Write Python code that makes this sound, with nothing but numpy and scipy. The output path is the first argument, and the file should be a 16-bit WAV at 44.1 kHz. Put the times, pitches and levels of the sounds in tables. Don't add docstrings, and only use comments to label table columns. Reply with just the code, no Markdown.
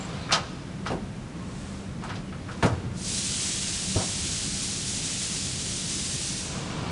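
import sys
import numpy as np
from scipy import signal
from scipy.fft import rfft, irfft, next_fast_len
from scipy.io import wavfile
from scipy.ndimage import uniform_filter1d

SR = 44100
rng = np.random.default_rng(int(sys.argv[2]) if len(sys.argv) > 2 else 0)


def wrap_up_sound(samples):
    columns = np.atleast_2d(samples).T
    tamed = np.clip(columns, -1, 1)
    steps = np.round(tamed * 32767).astype(np.int16)
    wavfile.write(sys.argv[1], SR, steps)


N = 304731
TIME = np.arange(N) / SR


def gain_of(db):
    return 10 ** (np.asarray(db) / 20)


def evened(x):
    return x / np.sqrt(np.mean(x ** 2) + 1e-20)


def read(points, hz):
    table_hz, value = np.transpose(points)
    return np.interp(np.log(hz + 1), np.log(table_hz + 1), value)


def fade(t, t60_s):
    return np.exp(-np.log(1000) * t / t60_s)


def add(mix, start_s, sound):
    start = max(round(start_s * SR), 0)
    part = mix[start:][:len(sound)]
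    part += sound[:len(part)]


def coloured(x, colour):
    hz = np.fft.rfftfreq(len(x), 1 / SR)
    return evened(irfft(rfft(x) * gain_of(read(colour, hz)), len(x)))


def noise(colour):
    return coloured(rng.standard_normal(next_fast_len(N)), colour)[:N]


def wavering_tone(pitch_hz, width_hz, size):
    hz = np.fft.rfftfreq(size, 1 / SR)
    resonance = 1 / (1 + (2 * (hz - pitch_hz) / width_hz) ** 2)
    return evened(irfft(rfft(rng.standard_normal(size)) * resonance, size))


def dying(x, t60_table):
    hz, t, bands = signal.stft(x, SR, nperseg=256)
    bands = bands * fade(t, read(t60_table, hz)[:, None])
    return signal.istft(bands, SR, nperseg=256)[1][:len(x)]


def envelope(start_s, stop_s, rise_s, t60_s):
    rise = np.sin(np.pi / 2 * np.clip((TIME - start_s) / rise_s, 0, 1)) ** 2
    return rise * fade(np.maximum(TIME - stop_s, 0), t60_s)


# (per Hz, relative)
MACHINE_COLOUR = [(20, -34), (30, -6), (39, 2), (52, -3.5), (80, 3.5), (140, 1.5), (210, -1), (280, -3.5),
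                  (450, -11.5), (1000, -19), (2000, -22.5), (4000, -28.5), (8000, -32.5), (10500, -37)]
# pitch_hz, width_hz, level_db
MACHINE_HUM = [(191.6, 15.4, -45), (166.4, 52, -46.5), (143, 15, -52)]


def machinery(wash_db=-37.5):
    hum = sum(gain_of(db) * wavering_tone(hz, width_hz, N) for hz, width_hz, db in MACHINE_HUM)
    return gain_of(wash_db) * noise(MACHINE_COLOUR) + hum


# pitch_hz, t60_s
HALL_T60 = [(100, 2.6), (500, 1.5), (2000, 2.73), (4500, 1.4), (7000, 1.38), (10500, 0.84)]


def hall(x, delay_s=.018, drift_hz=1.29, count=3):
    out = np.zeros(N)
    for k in range(count):
        tail = dying(rng.standard_normal(2 * SR), HALL_T60)
        tail = tail / np.linalg.norm(tail)
        share = np.sqrt(2 / count) * np.cos(np.pi * (drift_hz * TIME + k / count))
        add(out, delay_s, signal.fftconvolve(x * share, tail)[:N])
    return out


# (per Hz, relative)
JET_COLOUR = [(400, -22), (1000, -16), (1600, -11), (2300, -6.5), (3200, -2), (5000, 0.5), (6700, 1.5),
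              (8500, 0.5), (10500, -6.5)]
JET_OPEN_S, JET_SHUT_S, JET_RISE_S, JET_T60_S = 2.913, 6.344, 0.21, 0.94
JET_DB = -30
JET_SURGE_DB, JET_SETTLE_S, JET_SAG_DB_PER_S = 3.5, .45, 0.33


def air_jet(flutter_db=1.23):
    flutter = rng.standard_normal(N)
    for _ in range(2):
        flutter = uniform_filter1d(flutter, size=1200)
    open_s = np.maximum(TIME - JET_OPEN_S, 0)
    surge_db = JET_SURGE_DB * np.exp(-open_s / JET_SETTLE_S)
    pressure_db = JET_DB + surge_db - JET_SAG_DB_PER_S * open_s
    valve = envelope(JET_OPEN_S, JET_SHUT_S, JET_RISE_S, JET_T60_S)
    return valve * noise(JET_COLOUR) * gain_of(pressure_db + flutter_db * evened(flutter))


# pitch_hz, width_hz, level_db (relative)
DRUM_MODES = [(85, 15, -6), (113.5, 22, -0.5), (178, 34, -6)]
DRUM_START_S, DRUM_STOP_S, DRUM_RISE_S, DRUM_T60_S, DRUM_DB = 2.64, 2.9, .03, 0.65, -31.5


def drumming():
    boom = evened(sum(gain_of(db) * wavering_tone(hz, width_hz, N) for hz, width_hz, db in DRUM_MODES))
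    return gain_of(DRUM_DB) * envelope(DRUM_START_S, DRUM_STOP_S, DRUM_RISE_S, DRUM_T60_S) * boom


# start_s, level_db (of the swing before it fades), pitch_hz, t60_s (time to fade by 60 dB)
THUMPS = [(0.331, -24.5, 155.6, 0.22), (0.901, -27, 106, .18), (2.634, -19, 101, .12),
          (2.648, -10.5, 169, 0.064), (3.961, -16, 97, .16)]


def thumps(rise_s=0.00085):
    out, t = np.zeros(N), np.arange(SR // 2) / SR
    for start_s, db, hz, t60_s in THUMPS:
        swing = -np.sin(2 * np.pi * hz * t) * (1 - np.exp(-t / rise_s))
        add(out, start_s, gain_of(db) * swing * fade(t, t60_s))
    return out


# middle_s, length_s, pitch_hz, level_db (before the soft ends)
SQUEAKS = [(.012, 0.019, 7400, -44), (.032, 0.023, 7400, -46), (.054, 0.017, 7650, -45),
           (.16, 0.5, 3680, -55), (0.232, 0.049, 4050, -48), (1.454, 0.29, 1073, -53),
           (2.288, 0.04, 2920, -50.5)]


def squeaks(width_share=0.047):
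    out = np.zeros(N)
    for middle_s, length_s, hz, db in SQUEAKS:
        size = int(length_s * SR)
        soft_ends = signal.windows.tukey(size, .7)
        tone = wavering_tone(hz, width_share * hz, size) * soft_ends
        add(out, middle_s - length_s / 2, gain_of(db) * tone)
    return out


# pitch_hz, level_db (relative), t60_s
STEEL_MODES = [(128, -7, .4), (183, 1, .3), (243, -3, .3), (362, -10, .3), (474, -8, .4), (521, -4, .25),
               (560, -10, .35), (655, -3, .28), (690, -5, .25), (768, -3, .33), (917, -3, .29),
               (968, -7, .26), (1068, -3, .28), (1108, -9, .35), (1266, 1, .2), (1311, -2, .22),
               (1415, 0, .18), (1490, -4, .16), (1696, -8, .2), (2320, -1, .17), (2820, -3, .15),
               (3159, -4, .16), (3816, -11, .11), (4718, -7, .13), (4965, -5, .13), (5100, -6, .13)]
# (per Hz, relative)
STEEL_CROWD = [(50, -11), (150, 11), (350, 7.5), (700, 6), (1400, 3.5), (2000, 2), (3500, 1), (5200, -0.5),
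               (7200, -2.5), (10500, -5)]
# pitch_hz, t60_s
STEEL_CROWD_T60 = [(100, 0.48), (500, 0.33), (1400, 0.24), (4000, 0.18), (10000, 0.16)]


def sheet_steel(modes_db=-13, scatter_db=1.5, detune=0.0012, size=26460):
    t = np.arange(size) / SR
    hz, db, t60_s = np.transpose(STEEL_MODES)[:, :, None]
    spot, strain = rng.standard_normal((2,) + hz.shape)
    bent_hz = hz * (1 + detune * strain)
    swing = np.sin(2 * np.pi * (bent_hz * t + rng.random(hz.shape)))
    modes = (gain_of(db + scatter_db * spot) * fade(t, t60_s) * swing).sum(0)
    crowd = dying(coloured(rng.standard_normal(size), STEEL_CROWD), STEEL_CROWD_T60)
    return gain_of(modes_db) * modes + crowd


# middle_s, length_s, scrape_db, swish_db (both at the fastest moment)
STROKES = [(.03, 1.02, -37.5, -53.5), (1.658, .64, -47, -51), (2.11, 0.22, -41, -63),
           (2.643, 0.5, -43.5, -55), (6.873, 0.95, -34.5, -52)]


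def strokes(scrape_power=0.53, swish_power=1.7):
    scrape, swish = np.zeros((2, N))
    for middle_s, length_s, scrape_db, swish_db in STROKES:
        speed = np.maximum(1 - (2 * (TIME - middle_s) / length_s) ** 2, 0)
        scrape += gain_of(scrape_db) * speed ** scrape_power
        swish += gain_of(swish_db) * speed ** swish_power
    return scrape, swish


# (per Hz, relative)
DRAG_COLOUR = [(100, 11.5), (300, 5), (700, 2.5), (1200, 4), (2000, 1.5), (3700, 2.5), (6000, -3),
               (10500, -35)]
# (per Hz, relative)
SWISH_COLOUR = [(800, -15), (2000, -17), (3200, -6), (5000, -3), (8000, -1), (10500, -11)]


def runners(slips_per_s=220, spread_db=2.0, count=4):
    rattle, length = np.zeros(N), N + SR
    for _ in range(count):
        uneven_db = spread_db * np.minimum(rng.exponential(1, length), 4)
        strength = gain_of(uneven_db) * rng.choice([-1, 1], length)
        slips = strength * (rng.random(length) < slips_per_s / SR)
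        steel = sheet_steel(modes_db=-24.5)
        rattle += signal.fftconvolve(slips, steel)[SR:length]
    scrape, swish = strokes()
    return scrape * coloured(rattle, DRAG_COLOUR) + swish * noise(SWISH_COLOUR)


# start_s, level_db (over the first 20 ms), contact_hz (pitch of the contact), q (its sharpness, no unit)
KNOCKS = [ (.292, -35, 1710, 1.4), (.308, -28, 1840, 0.93), (0.318, -30.5, 8000, .6),
          (0.3234, -20, 5050, 1.4), (.327, -24.5, 1360, 1.06), (.344, -25, 3300, 0.3),
          (.856, -39.5, 3800, 0.35), (.863, -31.5, 1530, 1.1), (.868, -38.5, 5000, 1.1),
          (.902, -30, 700, .4), (.916, -30, 770, 0.43), (2.023, -45, 1400, 1.4), (2.037, -37.5, 1520, 0.91),
          (2.038, -51, 8100, 2.5), (2.092, -41, 3800, 0.65), (2.100, -36.5, 1400, 1.3),
          (2.155, -45.5, 4600, 1), (2.325, -44, 1810, 1.3), (2.485, -39.5, 1430, 4.3),
          (2.514, -51, 7000, 0.99), (2.626, -24, 1950, 0.49), (2.627, -43, 8800, 1.6),
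          (2.631, -21.5, 1000, 0.33), (2.646, -30.5, 1290, 0.68), (2.659, -39.5, 7500, 1.1),
          (2.673, -37, 1040, 2.1), (3.959, -27.5, 374, 1.37), (3.965, -34.5, 740, 2.3),
          (3.985, -38.5, 1150, 1.1), (4.002, -38, 746, 3.4), (6.55, -40, 704, .8),
          (6.83, -40.5, 1100, 0.57)]


def knocks(edge_db=-25, rise_s=0.00017, reach=0.94):
    out = np.zeros(N)
    for start_s, db, contact_hz, q in KNOCKS:
        low_hz = contact_hz / (1 + reach / q)
        high_pass = signal.butter(2, low_hz, "high", fs=SR, output="sos")
        ring = signal.sosfilt(high_pass, sheet_steel())
        w = 2 * SR * np.tan(np.pi * min(contact_hz, SR / 3) / SR)
        contact = signal.bilinear([w * w], [1, w / q, w * w], SR)
        ring = signal.lfilter(*contact, ring) - gain_of(edge_db) * ring
        ring *= 1 - np.exp(-np.arange(len(ring)) / SR / rise_s)
        add(out, start_s, gain_of(db) * ring / np.std(ring[:SR // 50]))
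    return out


def scene(near_wet_db=-20, jet_dry_db=-3, jet_wet_db=-4):
    jet = air_jet()
    cabinet = drumming() + thumps() + squeaks() + runners() + knocks()
    echo = hall(gain_of(near_wet_db) * cabinet + gain_of(jet_wet_db) * jet)
    mono = machinery() + echo + gain_of(jet_dry_db) * jet + cabinet
    return np.array([mono, mono])


def record(dry, edge_hz=10750):
    low_pass = signal.firwin(601, edge_hz, window=("kaiser", 9), fs=SR)
    return signal.oaconvolve(dry, low_pass[None], "same")


dry = scene()
out = record(dry)
wrap_up_sound(out)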